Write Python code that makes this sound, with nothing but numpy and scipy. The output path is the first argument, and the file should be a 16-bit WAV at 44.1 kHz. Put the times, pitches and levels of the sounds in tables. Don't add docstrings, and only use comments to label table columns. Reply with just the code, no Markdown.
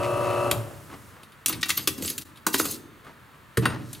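import sys
import numpy as np
from scipy import signal
from scipy.fft import rfft, irfft
from scipy.io import wavfile

SR = 44100
rng = np.random.default_rng(int(sys.argv[2]) if len(sys.argv) > 2 else 0)


def file_out(sig):
    cols = np.atleast_2d(sig).T
    lim = np.clip(cols, -1, 1)
    pcm = np.round(lim * 32767).astype(np.int16)
    wavfile.write(sys.argv[1], SR, pcm)


N = 176400

# frequency_hz, relative_density_db
ROOM_TONE_SPECTRUM = [(15, -63), (25, -22), (118, -6), (250, -16.5), (415, -17.5), (790, -22.5),
                      (903, -16.5), (1350, -13.5), (1540, -18), (1670, -16), (2300, -22.5), (4300, -30),
                      (5200, -36.5), (15000, -35)]
BELT_SPECTRUM = [(30, -27.5), (70, -25), (105, 0.5), (170, -13.5), (330, -9.5), (740, -9.5), (880, -12),
                 (1280, -15), (1550, -18), (2200, -27), (2750, -19), (3500, -32.5), (7000, -36.5),
                 (10500, -32), (15000, -49.5)]
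COAST_SPECTRUM = [(35, -33), (60, -10.5), (102, -1), (780, -28.5), (1100, -18), (2200, -33.5), (9900, -28),
                  (15000, -31.5)]
CHIP_SPECTRUM = [(500, -25), (2000, 7), (4200, -3.5), (16000, -21)]
GLOVE_SPECTRUM = [(25, -28), (60, -10), (300, 0), (600, -5), (1200, -2), (2500, -13), (6000, -26),
                  (16000, -38)]
TICK_SPECTRUM = [(300, -8), (1500, -7.5), (3700, 5.5), (6000, -11.5), (11000, -2), (16000, -23)]
RUMBLE_SPECTRUM = [(20, -29), (70, -11.5), (120, -3), (300, -3), (450, -16), (700, -19), (3000, -26.5),
                   (16000, -56)]
SCRAPE_SPECTRUM = [(100, -20), (800, -26), (2000, -0.5), (4000, 8), (7000, 5), (12000, 3.5), (16000, -5)]

SHAFT_RATE = [(0, 29.8), (.08, 29.98), (.52, 30.0), (.8, 29.9)]
SHAFT_HARMONICS = [4, 12, 16, 19, 20, 21, 24, 28, 32, 35, 38, 40, 42, 44]
HARMONIC_LEVELS = [-40, -35, -43, -31, -48.5, -37.5, -41, -51, -39, -49.5, -38.5, -38.5, -44, -46]
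WHINE_TONES = [(597, -37), (1287, -44.5), (1319, -43.5), (1486, -53), (2008, -58), (2638, -45.5),
               (2875, -55.5), (4231, -61.5)]
COAST_ENVELOPE = [(0, -44.5), (.55, -46), (.8, -48.5), (1.1, -51), (1.25, -64), (1.45, -68), (2.2, -85)]

# start_s, length_s, level_db
CHIP_STROKES = [(.02, .05, -41), (.2, .2, -44)]
GLOVE_STROKES = [(.88, 0.1, -45), (1.08, 0.17, -55.5), (3.04, 0.081, -46.5), (3.32, 0.055, -60),
                 (3.66, 0.12, -38)]
DRAG_STROKES = [(1.48, 0.14, -41), (1.96, 0.16, -42.5), (2.63, 0.11, -42.5), (3.62, 0.0376, -26.5),
                (3.68, 0.17, -42)]
CHATTER_STROKES = [(1.482, .045, -38), (1.69, 0.172, -39.5), (2.02, .095, -32.5), (1.975, 0.24, -44),
                   (2.52, 0.24, -32.5)]
SCRAPE_STROKES = [(1.485, 0.018, -37), (1.61, 0.014, -37), (1.683, 0.025, -29.5), (1.768, 0.018, -31),
                  (2.01, 0.13, -39), (2.21, 0.016, -40), (2.528, 0.043, -30), (2.575, 0.05, -29.5),
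                  (2.64, 0.038, -36), (2.675, 0.097, -40), (3.78, 0.35, -55.5)]

# low_hz, high_hz, decay_s, trim_db
IMPACT_BANDS = [(80.4, 185, 0.03, 0), (180, 537, 0.011, -0.5), (693, 1497, 0.0053, -4.5),
                (1764, 4740, 0.0075, -5.5), (6500, 13150, 0.006, -6)]
# start_s, contact_time_ratio, thump_db, knock_db, clack_db, clank_db, sizzle_db, pan_left_db
SWITCH_SNAP = [(.5122, .7, -28.5, -27.5, -25.5, -18, -17, 1.5)]
FIRST_CLAMP_IMPACTS = [(1.460, 0.44, -42, -45.5, -36, -21.5, -15, 1),
                       (1.482, 1.2, -57, -36.5, -39, -29, -21.5, 0.5),
                       (1.494, 2.1, -60, -43, -29, -29.5, -43, 0.5),
                       (1.525, 1.8, -54.5, -38.5, -41.5, -26.5, -41, 2.5),
                       (1.629, 0.88, -64, -48, -33, -17, -31, 1.5),
                       (1.657, 2.1, -54, -45.5, -37.5, -37, -35, 0.5),
                       (1.692, 1.9, -47, -44.5, -28.5, -22.5, -22, 3.5),
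                       (1.703, 0.68, -39.5, -49, -35, -16.5, -23.5, 0),
                       (1.773, 2.8, -37, -39, -33, -24.5, -28, 1.5),
                       (1.8735, 0.95, -34, -29, -28, -16, -16.5, 1),
                       (1.979, 2.1, -57.5, -35.5, -51, -41.5, -37.5, 1.5),
                       (2.023, 0.66, -48, -33.5, -50, -34, -30.5, 0),
                       (2.048, 0.59, -42, -37, -42.5, -34.5, -42, 2.5),
                       (2.077, 0.98, -58.5, -64, -65, -28, -30, -0.5),
                       (2.100, 0.82, -52, -43, -68, -30, -29, -0.5),
                       (2.1795, 0.82, -48, -54, -69, -30.5, -26.5, 1.5),
                       (2.466, 1.17, -50, -27.5, -16.5, -23, -18.5, 0),
                       (2.542, 0.75, -40.5, -26, -20.5, -19.5, -20, 1),
                       (2.5975, 0.53, -40, -23.5, -19, -27, -22.5, -0.5),
                       (2.653, 0.99, -65, -33, -30.5, -30, -25.5, 0),
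                       (2.710, 1.4, -64, -65, -61, -43, -26.5, 0)]
SECOND_CLAMP_IMPACTS = [(3.5715, 0.98, -26.5, -22, -23, -26.5, -26.5, 0.79),
                        (3.6545, 0.79, -29.5, -26, -11.5, -23.5, -33.5, 1.4)]
HANDLE_IMPACT = [(3.9301, 0.89, -60, -50, -52, -41, -31, 1.5)]
SECOND_RING_GAINS = [-30, -8]

HANDLE_TICKS = [(1.232, -48), (1.321, -54.5), (2.359, -52.5), (2.372, -49.5), (3.047, -58.5), (3.949, -44)]
JAW_SQUEALS = [(1.481, 9800, -19.5, 0.0022), (1.494, 14400, -18, 0.0018), (1.526, 9900, -30, 0.0031),
               (1.63, 1914, -23, 0.0028), (1.703, 2710, -19, 0.002), (1.774, 11930, -16.5, 0.0025),
               (2.058, 7700, -24.5, 0.0012), (2.099, 11200, -24, 0.003), (2.53, 12100, -31, 0.0059),
               (2.583, 11900, -27, 0.0052), (2.675, 4170, -39.5, 0.019)]
TABLE_RECOILS = [(3.576, -15.5), (3.656, -41)]

# pitch_hz, relative_level_db, t60_s
FIRST_CLAMP_MODES = [(1215, -12, .15), (1905, -13, .2), (2725, -11, .25), (3186, -15, .16),
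                     (3700, -16, .18), (4134, -18, .22), (4829, -17, .18), (6400, -27, .6), (6590, -19, .2),
                     (7892, -20, .18), (9900, -19, .22), (11120, -17, .28), (11950, -13, .14),
                     (14400, -16, .16)]
BENCH_STEEL_MODES = [(3639, -57, 1.1), (4522, -63, 1.3), (6358, -53, .8), (11120, -34, .33)]
SECOND_CLAMP_MODES = [(1319, -16, .25), (2315, -19, .19), (2729, -9, .13), (3833, -11, .19),
                      (5340, -20, .26), (6944, -11, .18), (8802, 7, .12), (10910, -4, .15),
                      (12940, -18, .14)]
DRILL_TABLE_MODES = [(113.7, 2.5, 0.12), (121, -13, 1), (259, -17, 0.15), (449, -3, 0.11)]
# frequency_hz, gain_db
FIRST_RESPONSE = [(70, -6.5), (125, -0.5), (200, -1.5), (310, 6.5), (450, -2), (680, -6), (950, -3.5),
                  (1250, 2.5), (2250, -1.5), (2800, 0), (5500, 0.5), (16000, -1)]
SECOND_RESPONSE = [(430, 1), (800, -12.5), (1300, 0), (1850, 9.5), (2300, -0.5), (2750, 5), (4500, 0),
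                   (9000, 3)]

REVERBERATION = [(100, 0.94, 1.5), (295, 1, -4.5), (1020, 0.47, -9.5), (3000, 0.34, -11.5),
                 (8000, 0.35, -10), (16000, 0.31, -8)]
LEFT_PHASE_LEAD = [(0, 0), (690, 0.55), (1980, 0.43), (16500, -0.0)]
COHERENCE = [(60, 0.6), (300, .92), (1200, 0.7), (3000, 0.7), (7000, .97), (14000, 0.6)]
LEVEL_DIP = (2.2445, 0.0069, -14)


def amp(db):
    return 10 ** (np.asarray(db) / 20)


def unit(x):
    return x / np.sqrt(np.mean(x ** 2) + 1e-20)


def read(points, hz, column=1):
    points = np.array(points, float)
    return np.interp(np.log(hz + 1), np.log(points[:, 0] + 1), points[:, column])


def colour(x, spectrum):
    n = x.shape[-1]
    return irfft(rfft(x) * amp(read(spectrum, np.fft.rfftfreq(n, 1 / SR))), n)


def noise(spectrum):
    return unit(colour(rng.standard_normal(N), spectrum))


def drift(hz):
    return unit(irfft(rfft(rng.standard_normal(N)) * (np.fft.rfftfreq(N, 1 / SR) < hz), N))


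def add(mix, start_s, sound):
    part = mix[..., round(start_s * SR):][..., :sound.shape[-1]]
    part += sound[..., :part.shape[-1]]


def ring(modes, t):
    return sum(amp(db - 60 * t / t60) * np.sqrt(2) * np.sin(2 * np.pi * (hz * t + rng.random()))
               for hz, db, t60 in modes)


def strokes(rows):
    level = np.zeros(N)
    for start_s, length_s, db in rows:
        arch = np.sin(np.linspace(0, np.pi, max(int(length_s * SR), 4))).clip(0)
        add(level, start_s, amp(db) * arch ** .5)
    return level


def swell(t, rise_s):
    u = np.maximum(t, 0) / rise_s
    return u * np.exp(1 - u)


def burst(x):
    return x * np.sqrt(.01 * SR / (np.sum(x ** 2) + 1e-20))


def diffuse(a, b):
    coherence = read(COHERENCE, np.fft.rfftfreq(len(a), 1 / SR)).clip(-1, 1)
    mid = irfft(rfft(a) * np.sqrt((1 + coherence) / 2), len(a))
    side = irfft(rfft(b) * np.sqrt((1 - coherence) / 2), len(a))
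    return mid + np.array([side, -side])


def diffuse_noise(spectrum):
    return diffuse(noise(spectrum), noise(spectrum))


def drill(off_s=.47, rise_db_per_s=4.5, waver_hz=.35):
    t = np.arange(N) / SR
    drive = amp(rise_db_per_s * (np.minimum(t, off_s) - off_s / 2))
    since_off = np.maximum(t - off_s, 0)
    shaft_hz = np.interp(t, *np.transpose(SHAFT_RATE))
    harmonics = [(k * shaft_hz, db) for k, db in zip(SHAFT_HARMONICS, HARMONIC_LEVELS)]
    tones = np.zeros(N)
    for hz, db in harmonics + WHINE_TONES:
        decay_s = .098 / np.sqrt(np.maximum(hz / 587, 1))
        cycles = np.cumsum(hz + waver_hz * drift(18)) / SR + rng.random()
        tones += amp(db) * np.exp(-since_off / decay_s) * np.sqrt(2) * np.sin(2 * np.pi * cycles)
    once_per_turn = 1 + .17 * np.sin(2 * np.pi * np.cumsum(shaft_hz) / SR)
    belt = amp(-32.5) * diffuse_noise(BELT_SPECTRUM) * once_per_turn * np.exp(-since_off / .14)
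    spindle = amp(np.interp(t, *np.transpose(COAST_ENVELOPE))) * diffuse_noise(COAST_SPECTRUM)
    return drive * (tones * amp([[1.5], [-1.5]]) + belt) + spindle


def chips(hits_per_s=500):
    hits = rng.standard_normal(N) * (rng.random(N) < hits_per_s / SR)
    return unit(colour(hits, CHIP_SPECTRUM)) * strokes(CHIP_STROKES)


def impacts(rows, modes, ring_db, jangle_db, link_count=70, link_t60_s=.06):
    out, t = np.zeros((2, N)), np.arange(SR // 2) / SR
    centres_hz = [np.sqrt(low * high) for low, high, _, _ in IMPACT_BANDS]
    link_hz, link_t = rng.uniform(1500, 16000, link_count), t[:SR // 4]
    link_waves = np.exp(2j * np.pi * link_hz[:, None] * link_t) * amp(-60 * link_t / link_t60_s)
    for (start_s, contact, *levels, pan_db), free_db in zip(rows, np.broadcast_to(ring_db, len(rows))):
        force, sound = list(zip(centres_hz, levels)), np.zeros(len(t))
        for (low, high, decay_s, trim_db), db in zip(IMPACT_BANDS, levels):
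            band = signal.butter(3, [low, high], "band", fs=SR, output="sos")
            push = (1 - np.exp(-t / (.0007 * contact))) * np.exp(-t / (decay_s * contact))
            sound += amp(db + trim_db) * burst(signal.sosfilt(band, rng.standard_normal(len(t)) * push))
        struck = [(hz, db + free_db + read(force, hz) + rng.uniform(-4, 4), t60) for hz, db, t60 in modes]
        sound += ring(struck, t)
        shares = rng.exponential(1, link_count) * np.exp(2j * np.pi * rng.random(link_count))
        link_gains = shares / np.sqrt(link_count) * amp(jangle_db + read(force, link_hz))
        add(sound, 0, (link_gains @ link_waves).real)
        add(out, start_s, amp([[pan_db / 2], [-pan_db / 2]]) * sound)
    return out


def shudder(start_s=.565, pitch_hz=118, sag_hz_per_s=94):
    age = np.maximum(np.arange(N) / SR - start_s, 0)
    phase = 2 * np.pi * np.cumsum(pitch_hz - sag_hz_per_s * age) / SR
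    return amp(-29) * np.sqrt(2) * swell(age, rise_s=.027) * np.sin(phase)


def gloves():
    return strokes(GLOVE_STROKES) * noise(GLOVE_SPECTRUM) * amp(3 * drift(110))


def handle_ticks(decay_s=.008):
    out, t = np.zeros(N), np.arange(SR // 10) / SR
    for start_s, db in HANDLE_TICKS:
        add(out, start_s, amp(db) * burst(noise(TICK_SPECTRUM)[:len(t)] * np.exp(-t / decay_s)))
    return out


def bench_rumble():
    return strokes(DRAG_STROKES) * noise(RUMBLE_SPECTRUM)


def squeals(waver_ratio=.012):
    out, t = np.zeros(N), np.arange(SR // 10) / SR
    for start_s, hz, db, rise_s in JAW_SQUEALS:
        pitch_hz = hz * (1 + waver_ratio * drift(900)[:len(t)])
        envelope = amp(db + 2 * drift(300)[:len(t)]) * swell(t, rise_s)
        add(out, start_s, envelope * np.sin(2 * np.pi * np.cumsum(pitch_hz) / SR))
    return out


def chatter(touches_per_s=1100, detune_ratio=.04, range_db=14, t60_s=.04):
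    out, t, level = np.zeros(N), np.arange(SR // 10) / SR, strokes(CHATTER_STROKES)
    upper_hz = [hz for hz, _, _ in FIRST_CLAMP_MODES if hz > 4500]
    for when, which, detune, softness in rng.random((int(touches_per_s * N / SR), 4)):
        strength = level[int(when * N)]
        if strength > 0:
            hz = upper_hz[int(which * len(upper_hz))] * (1 + detune_ratio * (2 * detune - 1))
            envelope = strength * amp(-range_db * softness - 60 * t / t60_s)
            add(out, when * N / SR, envelope * np.sin(2 * np.pi * hz * t))
    return out


def scrapes(slips_per_s=3800, ring_db=-18):
    slips = rng.choice([-1, 1], N) * (rng.random(N) < slips_per_s / SR) * amp(1.5 * drift(200))
    friction = unit(colour(slips, SCRAPE_SPECTRUM)) * strokes(SCRAPE_STROKES)
    body = ring(FIRST_CLAMP_MODES, np.arange(SR // 2) / SR)
    return friction + amp(ring_db) * signal.fftconvolve(friction, body / np.linalg.norm(body))[:N]


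def bench_steel(landing_s=2.5975):
    out = np.zeros(N)
    add(out, landing_s, ring(BENCH_STEEL_MODES, np.arange(SR) / SR))
    return out


def table_thump(rise_s=.0058):
    out, t = np.zeros(N), np.arange(SR // 2) / SR
    for start_s, db in TABLE_RECOILS:
        add(out, start_s, amp(db) * (1 - np.exp(-t / rise_s)) ** 2 * ring(DRILL_TABLE_MODES, t))
    return out * amp([[-1.5], [1.5]])


def workshop(x, reflections=24, early_db=-10.5):
    hz, t, spectra = signal.stft(rng.standard_normal((2, SR)), SR, nperseg=256)
    t60 = read(REVERBERATION, hz)[:, None]
    decay = amp(read(REVERBERATION, hz, column=2)[:, None] - 60 * t / t60)
    equal_energy = np.sqrt(2 * np.log(1000) / (t60 * SR))
    response = signal.istft(spectra * decay * equal_energy, SR, nperseg=256)[1]
    for side in response:
        for delay_s in rng.uniform(.001, .018, reflections):
            add(side, delay_s, amp([early_db]) * rng.choice([-1, 1]) / np.sqrt(reflections))
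    return signal.fftconvolve(x, diffuse(*response), axes=1)[:, :N]


def spread(x):
    turn = np.exp(.5j * read(LEFT_PHASE_LEAD, np.fft.rfftfreq(2 * N, 1 / SR)))
    return irfft(rfft(x, 2 * N) * np.array([turn, 1 / turn]), 2 * N)[:, :N]


def scene():
    first = impacts(FIRST_CLAMP_IMPACTS, FIRST_CLAMP_MODES, ring_db=-15, jangle_db=-2)
    second = impacts(SECOND_CLAMP_IMPACTS, SECOND_CLAMP_MODES, ring_db=SECOND_RING_GAINS, jangle_db=-11)
    clamps = colour(first, FIRST_RESPONSE) + colour(second, SECOND_RESPONSE)
    snaps = impacts(SWITCH_SNAP + HANDLE_IMPACT, [], ring_db=0, jangle_db=-25)
    tools = clamps + snaps + scrapes() + handle_ticks() + gloves() + bench_rumble() + chips()
    jingle = squeals() + chatter() + bench_steel()
    reverberation = workshop(tools + amp(-7) * jingle)
    press = drill() + shudder() + table_thump()
    room_tone = amp(-52) * diffuse_noise(ROOM_TONE_SPECTRUM)
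    return spread(tools + jingle + reverberation + press + room_tone)


def record(dry):
    centre_s, half_width_s, db = LEVEL_DIP
    dip = amp(db * np.exp(-((np.arange(N) / SR - centre_s) / half_width_s) ** 2))
    low_pass = signal.firwin(255, 15900, window=("kaiser", 9), fs=SR)
    return signal.oaconvolve(dry * dip, low_pass[None], "same")


dry = scene()
out = record(dry)
file_out(out)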